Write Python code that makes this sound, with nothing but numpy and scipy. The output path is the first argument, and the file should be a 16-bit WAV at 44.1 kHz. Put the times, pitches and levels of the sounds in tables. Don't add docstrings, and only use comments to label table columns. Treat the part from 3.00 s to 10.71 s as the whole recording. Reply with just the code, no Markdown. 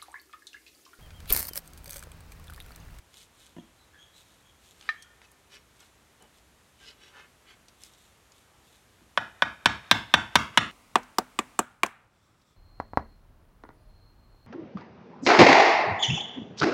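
import sys
import numpy as np
from scipy import signal
from scipy.fft import rfft, irfft
from scipy.io import wavfile

SR = 44100
rng = np.random.default_rng(int(sys.argv[2]) if len(sys.argv) > 2 else 0)


def dump_mix(stems):
    frames = np.atleast_2d(stems).T
    limited = np.clip(frames, -1, 1)
    pcm = np.round(limited * 32767).astype(np.int16)
    wavfile.write(sys.argv[1], SR, pcm)


N = 340143
EVENT_SIZE = SR // 2
EVENT_TIME = np.arange(EVENT_SIZE) / SR
EVENT_MIDDLE_S = EVENT_TIME.mean()

# frequency in Hz, spectral density in relative dB.
AIR_SPECTRUM = [(25, -28), (40, -0.5), (60, 3.5), (130, -4.5), (350, -7.5), (700, -10), (1200, -10),
                (2000, -13), (3600, -16), (4900, -20), (6800, -18.5), (10300, -22.5), (12000, -23),
                (16000, -36)]
# start in seconds, level in dB, centre in Hz, t60 in seconds.
TWIG_SNAPS = [(0.1412, -42.5, 3890, 0.013), (1.811, -44.5, 3600, 0.016), (1.826, -49.5, 3300, 0.02),
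              (2.023, -45, 5300, 0.049), (2.217, -48.5, 1640, 0.025), (2.3157, -50.5, 11300, .025),
              (2.802, -50, 5200, 0.041), (3.2236, -49.5, 7250, 0.016), (4.6834, -51, 3980, 0.056),
              (4.836, -33, 6630, 0.0092), (4.936, -51, 4350, .025), (5.3197, -54, 4320, 0.032)]
# middle in seconds, half length in seconds, level in relative dB.
SLEEVE_MOVES = [(0.185, .042, -55), (0.428, 0.056, -59), (1.186, 0.031, -60), (1.299, 0.099, -66),
                (1.678, 0.046, -60), (1.838, 0.08, -62.5), (2.538, 0.017, -61), (2.822, 0.046, -63),
                (3.367, 0.025, -67.5), (4.853, 0.028, -55), (4.965, 0.13, -64.5), (5.38, .035, -65),
                (5.725, 0.056, -64)]
# frequency in Hz, spectral density in relative dB.
CLOTH_SPECTRUM = [(1200, -18), (2600, -3), (3700, 4.5), (4700, -6.5), (6700, -2.5), (9200, -3.5),
                  (10200, -12), (12000, -6.5), (16000, -24)]
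# start in seconds, length in seconds, note in Hz, level in dB.
CHIRPS = [(0.556, 0.063, 3300, -62.5), (0.757, .1, 4000, -67), (0.918, 0.06, 1713, -60.5),
          (0.971, 0.08, 3320, -56), (1.112, 0.081, 3950, -62), (1.417, .11, 3320, -65.5),
          (1.931, 0.14, 3240, -61.5), (2.015, 0.059, 1440, -61)]
# start in seconds, level in dB.
HAND_BUMPS = [(0.5652, -41), (0.5831, -40.5), (0.634, -60), (0.653, -66), (3.222, -57), (6.015, -57)]
# frequency in Hz, level in relative dB, t60 in seconds.
BRANCH_MODES = [(175, -1, 0.074), (222, 2, 0.089), (248, 5.5, 0.059), (343, 2.5, 0.065), (560, -10, 0.03),
                (679, -10.5, 0.11), (1015, -8, 0.039), (1810, -16, 0.039), (2940, -13, 0.043)]
# middle in seconds, half length in seconds, level in relative dB, centre in Hz.
SHOE_SCUFFS = [(1.882, 0.05, -56, 1790), (2.242, 0.012, -58, 2220), (2.548, 0.023, -51, 2626),
               (2.826, 0.02, -60.5, 1830), (3.231, 0.02, -57, 601), (3.828, .026, -55.5, 2610),
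               (3.885, .024, -48, 2990), (4.05, 0.041, -55.5, 2356), (4.19, .044, -51.5, 1332),
               (4.504, 0.026, -53.5, 1850), (5.575, .055, -67, 740)]
# start in seconds, level in dB.
HANDLE_CLACKS = [(1.8900, -19.5)]
# frequency in Hz, level in relative dB, t60 in seconds.
HANDLE_MODES = [(730, -17, 0.028), (1244, -3.5, 0.064), (1800, -0.5, 0.062), (2340, -2.5, 0.014),
                (2550, -3.5, 0.023), (2760, -13, 0.013), (3330, -29, 0.033), (3960, -11.5, 0.031),
                (5700, -27, 0.02), (7140, -37, 0.055)]
# start in seconds, force in dB, depth of the edge from 0 to 1, pitch factor.
MALLET_BLOWS = [(6.1747, -8, 0.11, 0.97), (6.4214, -6, 0.08, 0.97), (6.658, -2.06, 0.49, 0.97),
                (6.9123, -0.66, 0.5, 1.014), (7.1394, -1.1, 0.27, 1.004), (7.3555, -0.5, 0.69, 0.99),
                (7.5744, -0.96, 0.82, 0.95)]
# nominal frequency in Hz,
# relative dB with the edge resting, relative dB with it sunk deep, t60 in seconds.
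TOOL_MODES = [(585, -11, -27.5, 0.026), (742, -14.5, -16, 0.023), (978, -9.5, -9.5, 0.028),
              (1173, -4, -14, 0.02), (1313, -28, -11, 0.019), (1410, -28.5, -23, 0.049),
              (1548, -5.5, -16.5, 0.041), (1770, -8, -16, 0.037), (1940, -16, -39, 0.085),
              (2210, -15, -11, 0.023), (2430, -15, -15, 0.024), (2605, -8.5, -18, 0.0086),
              (2960, -12, -35, 0.015), (3120, -12, -10, 0.027), (3518, -2, -10, 0.017),
              (3653, -17.5, -19, 0.036), (3766, -15.5, -18.5, 0.046), (4136, -20.5, -7.5, 0.023),
              (4490, -60, -11, 0.011), (5530, -12, -15.5, 0.014), (5790, -23, -25, 0.066),
              (6460, -27, -3.5, 0.0067), (7530, -43, -9, 0.014)]
# frequency in Hz, spectral density in relative dB.
CRACK_SPECTRUM = [(300, -19.5), (900, 8), (3500, 9.5), (4800, -6), (7000, -10.5), (10000, -13),
                  (13000, -20), (16000, -55)]
# frequency in Hz, spectral density in relative dB.
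OUTWARD_SPECTRUM = [(200, -9), (450, -13.5), (700, -0.5), (1100, 8.5), (1600, -0.5), (2300, -3.5),
                    (2850, -6), (3400, 7), (4000, -8), (4600, -14.5), (6200, -10), (9000, -6.5),
                    (15000, -27)]
# frequency in Hz, spectral density in relative dB.
SHUDDER_SPECTRUM = [(35, -31), (65, 3), (110, 0.5), (160, -20), (217, -12), (290, -11), (500, -13),
                    (2000, -64)]
# delay in seconds, gain in dB.
NEAR_REFLECTIONS = [(.0024, -11), (.005, -7), (.0069, -8)]
# delay in seconds, rise time in seconds, level in relative dB, t60 in seconds.
YARD_SURFACES = [(.008, 0.0013, 10.5, 0.068), (0.023, 0.009, 4.5, 0.35), (.16, .05, -19, 1.7)]
# frequency in Hz, spectral density in relative dB.
YARD_SPECTRUM = [(50, 14), (110, 3.5), (220, 5), (450, -3.5), (800, -1), (1200, -2.5), (1550, 2.5),
                 (2200, 1), (2700, 0.5), (3400, -4), (4500, -2.5), (6300, -4.5), (9000, -11.5),
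                 (15000, -11)]


def from_db(db):
    return 10 ** (np.asarray(db) / 20)


def rms_one(x):
    return x / np.sqrt(np.mean(x ** 2) + 1e-20)


def decay(t60):
    return np.exp(-np.log(1000) * EVENT_TIME / t60)


def add(track, start_s, sound):
    start = round(start_s * SR)
    sound, start = sound[max(-start, 0):], max(start, 0)
    track[start:start + len(sound)] += sound[:max(len(track) - start, 0)]


def lowpass(x, hz, order=1):
    return signal.sosfilt(signal.butter(order, hz, fs=SR, output="sos"), x)


def highpass(x, hz):
    return signal.sosfilt(signal.butter(2, hz, "high", fs=SR, output="sos"), x)


def spectral_gain(spectrum, size):
    hz, db = np.transpose(spectrum)
    bins = np.maximum(np.fft.rfftfreq(size, 1 / SR), 1)
    return from_db(np.interp(np.log(bins), np.log(hz), db))


def noise(spectrum, size=EVENT_SIZE):
    return rms_one(irfft(rfft(rng.standard_normal(size)) * spectral_gain(spectrum, size), size))


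def contact_noise(centre_hz, octaves):
    bins = np.maximum(np.fft.rfftfreq(EVENT_SIZE, 1 / SR), 1)
    octaves_away = np.log2(bins / centre_hz)
    ripple_db = 4.5 * np.interp(octaves_away, np.linspace(-6, 6, 260), rng.standard_normal(260))
    gain = from_db(ripple_db) / (1 + (octaves_away / octaves / 2) ** 2) ** 2
    return rms_one(irfft(rfft(rng.standard_normal(EVENT_SIZE)) * gain))


def fluctuation(hz):
    return rms_one(lowpass(rng.standard_normal(EVENT_SIZE), hz, order=2))


def sliding(hiss, half_length, grain_db, grain_hz):
    slips = from_db(grain_db * fluctuation(grain_hz))
    swell = np.exp(-0.5 * ((EVENT_TIME - EVENT_MIDDLE_S) / half_length) ** 2)
    return swell * rms_one(hiss * slips)


def struck(modes, scatter_db, detune):
    out = np.zeros(EVENT_SIZE)
    for k, (hz, db, t60) in enumerate(modes):
        level_draw, pitch_draw = rng.standard_normal(2)
        tone = np.sin(2 * np.pi * hz * (1 + detune * pitch_draw) * EVENT_TIME)
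        out += (-1) ** k * from_db(db + scatter_db * level_draw) * decay(t60) * tone
    return out


def still_air():
    return from_db(-61.5) * noise(AIR_SPECTRUM, N)


def twig_snaps():
    out = np.zeros(N)
    for start, db, hz, t60 in TWIG_SNAPS:
        burst = lowpass(contact_noise(hz, octaves=0.6), hz=12700, order=2)
        add(out, start, from_db(db) * burst * decay(t60))
    return out


def sleeve_rustles():
    out = np.zeros(N)
    for middle, half_length, db in SLEEVE_MOVES:
        rustle = sliding(noise(CLOTH_SPECTRUM), half_length, grain_db=5, grain_hz=378)
        add(out, middle - EVENT_MIDDLE_S, from_db(db) * rustle)
    return out


def bark_crumbs(per_move):
    out = np.zeros(N)
    for middle, half_length, sleeve_db in SLEEVE_MOVES:
        for offset, faintness, shade in rng.standard_normal((per_move, 3)):
            tick = contact_noise(centre_hz=5270 * 2 ** (0.31 * shade), octaves=0.53) * decay(t60=0.025)
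            db = sleeve_db - 3 - 2 * min(faintness, 1)
            add(out, middle + offset * half_length, from_db(db) * tick)
    return out


def distant_chirps():
    out = np.zeros(N)
    scoop = 0.0487 * np.exp(-EVENT_TIME / 0.024)
    for start, length, hz, db in CHIRPS:
        waver = 0.019 * fluctuation(hz=200)
        flutter_db = 4.5 * fluctuation(hz=200)
        phase = 2 * np.pi * np.cumsum(hz * (1 - scoop + waver)) / SR
        tone = np.sin(phase) + from_db(-11) * np.sin(2 * phase)
        arch = np.sin(np.pi * np.minimum(EVENT_TIME / length, 1) ** 1.4)
        add(out, start, from_db(db + flutter_db) * arch * tone)
    return out


def hand_bumps():
    out = np.zeros(N)
    for start, db in HAND_BUMPS:
        contact = from_db(-14) * contact_noise(centre_hz=977, octaves=0.9) * decay(t60=0.03)
        ring = struck(BRANCH_MODES, scatter_db=2, detune=0.036)
        add(out, start, from_db(db) * (ring + contact))
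    return out


def shoe_scuffs():
    out = np.zeros(N)
    for middle, half_length, db, hz in SHOE_SCUFFS:
        grit = lowpass(contact_noise(hz, octaves=0.8), hz=10100, order=2)
        rasp = from_db(-9.5) * contact_noise(centre_hz=3015, octaves=0.064)
        sole = from_db(-13.5) * contact_noise(centre_hz=338.4, octaves=0.8)
        scuff = sliding(grit + rasp + sole, half_length, grain_db=3, grain_hz=230)
        add(out, middle - EVENT_MIDDLE_S, from_db(db) * scuff)
    return out


def handle_clack():
    out = np.zeros(N)
    for start, db in HANDLE_CLACKS:
        contact = from_db(-15) * contact_noise(centre_hz=2270, octaves=0.52) * decay(t60=0.09)
        ring = struck(HANDLE_MODES, scatter_db=3, detune=0.0017)
        add(out, start, from_db(db) * lowpass(ring + contact, hz=7500, order=2))
    return out


def mallet_contact(x, force_db):
    contact_hz = 5560 * from_db(1.63 * force_db)
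    cushion_hz = 8300 * from_db(0.56 * force_db)
    return from_db(2.5 + 0.78 * force_db) * lowpass(lowpass(x, contact_hz), cushion_hz, order=2)


def tool_ring(force_db, depth, pitch):
    modes = [(hz * pitch, resting_db + (sunk_db - resting_db) * depth, t60)
             for hz, resting_db, sunk_db, t60 in TOOL_MODES]
    return mallet_contact(struck(modes, scatter_db=0.7, detune=0.003), force_db)


def fibre_crack(force_db):
    envelope = decay(t60=0.01) + from_db(-14) * decay(t60=0.025)
    return from_db(-4.5 + 2.44 * force_db) * noise(CRACK_SPECTRUM) * envelope


def outward_clack(force_db):
    click = irfft(spectral_gain(OUTWARD_SPECTRUM, EVENT_SIZE))
    click = np.roll(click, SR // 500)
    return from_db(14) * mallet_contact(click / np.linalg.norm(click), force_db)


def trunk_thump(force_db, start_hz=356.5, end_hz=88.6, glide_s=0.00946, rise_s=0.0022):
    hz = end_hz + (start_hz - end_hz) * np.exp(-EVENT_TIME / glide_s)
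    onset = 1 - np.exp(-(EVENT_TIME / rise_s) ** 2)
    thump = np.sin(2 * np.pi * np.cumsum(hz) / SR) * onset * decay(t60=0.097)
    shudder = from_db(-16) * noise(SHUDDER_SPECTRUM) * decay(t60=0.33)
    return from_db(-18.5 + 2.07 * force_db) * highpass(thump + shudder, hz=76)


def mallet_knocks():
    near, to_walls = np.zeros(N), np.zeros(N)
    for start, force_db, depth, pitch in MALLET_BLOWS:
        ring = tool_ring(force_db, depth, pitch)
        crack = fibre_crack(force_db)
        thump = trunk_thump(force_db)
        add(near, start, highpass(ring + with_reflections(crack), hz=333) + thump)
        outward = highpass(0.42 * ring + outward_clack(force_db) + crack, hz=285)
        wall_share = from_db(-0.6 - 0.43 * force_db)
        add(to_walls, start, wall_share * (outward + thump))
    return near, to_walls


def with_reflections(x):
    out, dull = x.copy(), lowpass(x, hz=7200)
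    for delay, db in NEAR_REFLECTIONS:
        add(out, delay * (1 + 0.025 * rng.standard_normal()), from_db(db) * dull)
    return out


def yard_echoes(x):
    envelope = np.zeros(EVENT_SIZE)
    for delay, rise, db, t60 in YARD_SURFACES:
        since = np.maximum(EVENT_TIME - delay, 0)
        envelope += from_db(db - 60 * since / t60) * (1 - np.exp(-since / rise))
    response = noise(YARD_SPECTRUM) * envelope
    return signal.fftconvolve(x, response / np.linalg.norm(response))[:N]


def scene():
    knocks, to_walls = mallet_knocks()
    handling = handle_clack() + hand_bumps() + twig_snaps()
    friction = from_db(-1.5) * with_reflections(sleeve_rustles() + shoe_scuffs())
    movements = handling + friction + bark_crumbs(per_move=3)
    chirps = distant_chirps()
    echoes = from_db(-14) * yard_echoes(to_walls + from_db(-6) * movements + from_db(9.5) * chirps)
    return (knocks + movements + chirps + echoes + still_air())[None]


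def record(dry):
    ceiling, top_hz = 0.72, 16000
    heard = highpass(dry, hz=35.7)
    rounded = heard / (1 + (heard / ceiling) ** 4) ** (1 / 4)
    return signal.sosfilt(signal.ellip(10, 0.1, 80, top_hz, fs=SR, output="sos"), rounded)


dry = scene()
out = record(dry)
dump_mix(out)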